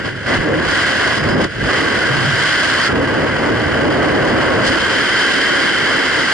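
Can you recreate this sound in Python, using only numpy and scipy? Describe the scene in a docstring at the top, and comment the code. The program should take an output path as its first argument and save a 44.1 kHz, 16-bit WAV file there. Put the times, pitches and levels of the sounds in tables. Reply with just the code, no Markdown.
"""A loud, fluttering rush of wind: freefall, heard by a helmet camera. The air stream rings and hisses in
the cavities of the camera housing, while eddies from the jumpers' bodies roar and thump on its two
microphone ports. As the jumpers tumble, the ports fall deep into the lee twice. Low throbs and ringing
whistles swell and fade in the wind. A fast limiter holds the loudness steady."""
import sys
import numpy as np
from scipy.fft import rfft, irfft, next_fast_len
from scipy.io import wavfile
from scipy.ndimage import uniform_filter1d, map_coordinates

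SR = 44100
rng = np.random.default_rng(int(sys.argv[2]) if len(sys.argv) > 2 else 0)


def dump_mix(stems):
    """Bounce the given channels to the path in sys.argv[1] as a 16-bit WAV at rate SR."""
    frames = np.atleast_2d(stems).T  # one column per channel
    limited = np.clip(frames, -1, 1)  # hard clip at full scale
    pcm = np.round(limited * 32767).astype(np.int16)
    wavfile.write(sys.argv[1], SR, pcm)


N = 279153
TIME_S = np.arange(N) / SR


def amp(db):
    """Decibels to gain."""
    return 10 ** (np.asarray(db) / 20)


def read_curves(table, hz):
    """Each column after the frequency, read on a log axis."""
    knots_hz, *columns = np.transpose(table)
    return [np.interp(np.log(hz + 1), np.log(knots_hz), column) for column in columns]


def wobble(rate_hz):
    """A smooth random curve with rate_hz knots a second."""
    knots = rng.standard_normal(int(N * rate_hz / SR) + 4)
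    return map_coordinates(knots, [TIME_S * rate_hz], mode="nearest")


def bump(centre_s, length_s):
    """A smooth rise and fall of height 1."""
    return np.exp(-(2 * (TIME_S - centre_s) / length_s) ** 2)


def filtered(x, response):
    """Shape x with a complex response of frequency."""
    size = next_fast_len(N + SR // 8, real=True)
    hz = np.fft.rfftfreq(size, 1 / SR)
    return irfft(rfft(x, size) * response(hz), size)[..., :N]


# How deep the camera sits in the wake: time_s, depth (0 clean air, 1 full wake)
WAKE_PATH = [(0, 0.75), (.35, 0.53), (.5, 1.0), (.62, 0.76), (.75, .18), (1.1, .33), (1.25, 0.76),
             (1.37, 1.0), (1.52, 0.6), (1.8, 0.4), (2.13, 0.46), (2.5, 0.019), (2.87, 0.22), (2.905, 0.91),
             (4.6, 0.78), (4.72, 0.4), (5.2, 0.046), (6.0, 0.29), (6.33, 0.086)]

def wake_depth():
    """The camera drifts in and out of the churned air behind the jumpers."""
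    times_s, depths = np.transpose(WAKE_PATH)
    return np.interp(TIME_S, times_s, depths)


# The ports face the wind squarely: centre_s, length_s, lift_db
GUSTS = [(0.066, 0.034, 5), (0.344, 0.04, 6.5), (0.575, 0.026, 0), (0.787, 0.17, 1.5), (1.07, .14, 2),
         (1.32, 0.014, -0.5), (1.404, .025, 9), (1.722, 0.17, 3), (4.403, 0.81, 3)]
# The ports turn out of the wind: start_s, end_s, loss_db, recovery_s
LEES = [(-.1, 0.249, 8, 0.033), (0.106, 0.182, 5, 0.13), (0.37, 0.444, 3, 0.21), (1.453, 1.524, 12, 0.2)]

def exposure(fall_s=0.017):
    """Force of the air on the ports in dB: gusts lift it; in a lee it drops fast and recovers slowly."""
    gust_db = sum(lift_db * bump(centre_s, length_s) for centre_s, length_s, lift_db in GUSTS)
    lee_db = 0
    for start_s, end_s, loss_db, recovery_s in LEES:
        entering = (TIME_S - start_s) / fall_s
        leaving = 1 - (TIME_S - end_s) / recovery_s
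        lee_db += loss_db * np.clip(np.minimum(entering, leaving), 0, 1)
    return gust_db - lee_db + 0.35 * wobble(12)


def flow_gain(depth, exposure_db, clean_db, wake_db, follow):
    """A layer's fader: clean_db in clean air, moved by wake_db in full wake and by follow x exposure."""
    return amp(clean_db + wake_db * depth + follow * exposure_db)


# Resonances of the camera housing: pitch_hz, width_hz, lift_db
CAVITIES = [(1080, 480, 6), (1617, 480, 18), (1983, 280, 9.5), (3070, 920, 13), (4404, 830, 5.5),
            (4931, 530, 7.5), (5550, 260, 1.5), (6770, 430, 2.5), (7420, 420, 7.5), (8580, 250, 7.5),
            (9530, 930, 8)]

def housing_db(hz):
    """Each cavity of the housing lifts the band around its resonance."""
    return sum(lift_db / (1 + (2 * (hz - pitch_hz) / width_hz) ** 2)
               for pitch_hz, width_hz, lift_db in CAVITIES)


def turbulence(spectrum, bursts_db, in_housing=False):
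    """Two unrelated pressure noises, together of rms 1, that come in the same bursts."""
    def colour(hz):
        return amp(read_curves(spectrum, hz)[0] + (housing_db(hz) if in_housing else 0))
    pair = filtered(rng.standard_normal((2, N)) * amp(bursts_db), colour)
    return pair / np.std(pair)


# Low throbs, roar and ringing whistles: start_s, end_s, pitch_hz, half_width_hz, level_db
WIND_BANDS = [(0.413, 0.652, 287, 55, -21.5), (1.244, 1.471, 200, 75, -19.5),
              (2.024, 2.516, 136, 21.2, -21), (2.3, 2.9, 1490, 90, -28), (1.14, 1.46, 5000, 150, -37.5),
              (2.816, 2.922, 1380, 70, -24), (3.65, 4.804, 613, 130, -22.5), (4.2, 6.402, 360, 123, -26.5),
              (4.65, 6.4, 3124, 90, -27), (4.694, 6.6, 2070, 129, -26), (2.812, 2.885, 4770, 400, -24.5)]

def wind_bands():
    """Narrow bands of wind noise swell and fade."""
    bands = np.zeros((2, N))
    for start_s, end_s, pitch_hz, half_width_hz, level_db in WIND_BANDS:
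        noise = rng.standard_normal((2, N))
        band = filtered(noise, lambda hz: 1 / (1 + ((hz - pitch_hz) / half_width_hz) ** 2))
        progress = np.clip((TIME_S - start_s) / (end_s - start_s), 0, 1)
        swell = np.sqrt(np.abs(np.sin(np.pi * progress)))
        bands += amp(level_db) * swell * band / np.std(band)
    return bands


# Large eddies that strike the ports: centre_s, length_s, level_db
THUMPS = [(0.392, 0.046, -15.5), (0.687, 0.1, -29), (1.263, 0.041, -19), (1.642, 0.13, -20),
          (4.685, 0.082, -23)]

def thumps(low_hz, high_hz):
    """An eddy hits the ports with a deep, short push."""
    noise = rng.standard_normal((2, N))
    rumble = filtered(noise, lambda hz: (hz / (hz + low_hz)) ** 2 / (1 + (hz / high_hz) ** 2) ** 2)
    blows = sum(amp(level_db) * bump(centre_s, length_s) for centre_s, length_s, level_db in THUMPS)
    return blows * rumble / np.std(rumble)


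# Tone of the deep buffet and the low-mid roar: frequency_hz, relative_db
BUFFET_SPECTRUM = [(12, -29), (25, -29), (48, -6), (80, 4), (140, 7), (200, -4), (400, -70)]
ROAR_SPECTRUM = [(80, -26), (160, -8.5), (250, 1), (310, 2.5), (420, -1.5), (530, -0.5), (680, -9),
                 (850, -12.5), (1700, -24.5), (4000, -70)]

def wake(depth, exposure_db, eddies, parting_s=4.8, parting_length_s=0.4, parting_drop_db=3.5):
    """Large eddies buffet the ports, easing once the jumpers part; smaller ones roar."""
    parted = np.clip((TIME_S - parting_s) / parting_length_s, 0, 1)
    buffet = turbulence(BUFFET_SPECTRUM, 0.6 * wobble(14)) * amp(-parting_drop_db * parted)
    buffet *= flow_gain(depth, exposure_db, clean_db=-35, wake_db=12.6, follow=0.45)
    roar = turbulence(ROAR_SPECTRUM, 0.43 * eddies + 1.63 * wobble(13))
    roar *= flow_gain(depth, exposure_db, clean_db=-24.5, wake_db=8.85, follow=0.97)
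    return buffet + roar


# Tone of the midrange rush, the hollow ring and the bright hiss: frequency_hz, relative_db
RUSH_SPECTRUM = [(250, -19.5), (600, 2), (850, -0.5), (1130, 4.5), (1400, -4), (2300, -11.5), (2750, -12.5),
                 (4000, -39), (7000, -52)]
RING_SPECTRUM = [(600, -21), (1100, -11), (1420, 3.5), (1750, -3.5), (2130, 1.5), (2420, -2), (3100, -6),
                 (3700, -16), (7000, -55)]
HISS_SPECTRUM = [(1500, -12), (2500, -5.5), (3200, -2), (3900, -0.5), (5600, -2.5), (6200, -4),
                 (9000, -13.5), (10000, -13.5), (11000, -22)]
# The edge of a wake sweeps past and lifts the hiss: centre_s, length_s, lift_db
SWISHES = [(1.165, 0.032, 5.5), (1.3, .022, 4.5), (1.416, .022, 7), (1.445, 0.014, 7.5), (2.865, .05, 2.5),
           (4.675, .05, 9)]

def air_stream(depth, exposure_db, eddies):
    """Fast air rushes past and sounds the housing; the finest swirls spurt, so the hiss crackles."""
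    spurts = wobble(700)
    swish_db = sum(lift_db * bump(centre_s, length_s) for centre_s, length_s, lift_db in SWISHES)
    rush = turbulence(RUSH_SPECTRUM, 1.9 * eddies)
    rush *= flow_gain(depth, exposure_db, clean_db=-23.5, wake_db=-0.8, follow=1.4)
    ring = turbulence(RING_SPECTRUM, 0.76 * eddies + 1.25 * spurts, in_housing=True)
    ring *= flow_gain(depth, exposure_db, clean_db=-14.5, wake_db=-7, follow=0.73)
    hiss = turbulence(HISS_SPECTRUM, 1.3 * eddies + 1.3 * spurts, in_housing=True) * amp(swish_db)
    hiss *= flow_gain(depth, exposure_db, clean_db=-19, wake_db=-13.5, follow=0.79)
    return rush + ring + hiss


# Stereo image of the two ports: frequency_hz, likeness (0 to 1), left_lead_rad, left_minus_right_db
PORT_IMAGE = [(75, 0.96, -0.14, 0.4), (170, 0.82, -0.61, -1.7), (310, 0.75, -1.32, -1.3),
              (450, 0.76, -0.91, 0.4), (800, 0.56, -0.81, 0.4), (1200, 0.6, -0.28, -3.6),
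              (1450, 0.95, -0.33, -1.5), (1950, 0.9, 0.02, -0.8), (2200, 0.77, -0.07, 0.9),
              (2450, 0.13, -2.55, 2.0), (3050, 0.42, 0.37, 2.3), (3600, 0.31, 2.75, -0.3),
              (4350, 0.59, 1.67, -0.4), (4950, 0.77, 0.28, -1.8), (5500, 0.08, 0.93, -1.2),
              (9500, 0.22, 3.08, -0.3)]

def at_ports(pair):
    """Two unrelated pressures become the shared and the opposed part of what the two ports hear."""
    def response(hz):
        likeness, lead_rad, balance_db = read_curves(PORT_IMAGE, hz)
        spread_rad = np.arccos(np.clip(likeness, 0, 1)) / 2
        side = np.array([[1], [-1]])  # left, right
        port = amp(side * balance_db / 2) * np.exp(1j * side * lead_rad / 2)
        return np.array([np.cos(spread_rad) * port, side * np.sin(spread_rad) * port])
    return filtered(pair[:, None], response).sum(axis=0)


def scene():
    """The wake trades treble for bass, exposure lifts the wind, and shared eddies make it flutter."""
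    depth = wake_depth()
    exposure_db = exposure()
    eddies = wobble(130)
    wind = wake(depth, exposure_db, eddies) + air_stream(depth, exposure_db, eddies)
    return at_ports(wind + wind_bands() + thumps(low_hz=90, high_hz=150))


def limiter(x, ceiling_db, window_samples):
    """One gain for both channels follows the power in a short centred window, with a soft knee."""
    power = uniform_filter1d(np.mean(x ** 2, axis=0), window_samples)
    rms = np.sqrt(np.abs(power))
    return x / (1 + (rms / amp(ceiling_db)) ** 5) ** (1 / 5)


def record(dry):
    """The camera limits the level and keeps nothing above its band limit."""
    band_limit_hz = 10990
    held = limiter(dry, ceiling_db=-12.7, window_samples=240)
    return filtered(held, lambda hz: hz < band_limit_hz)


dry = scene()
out = record(dry)
dump_mix(out)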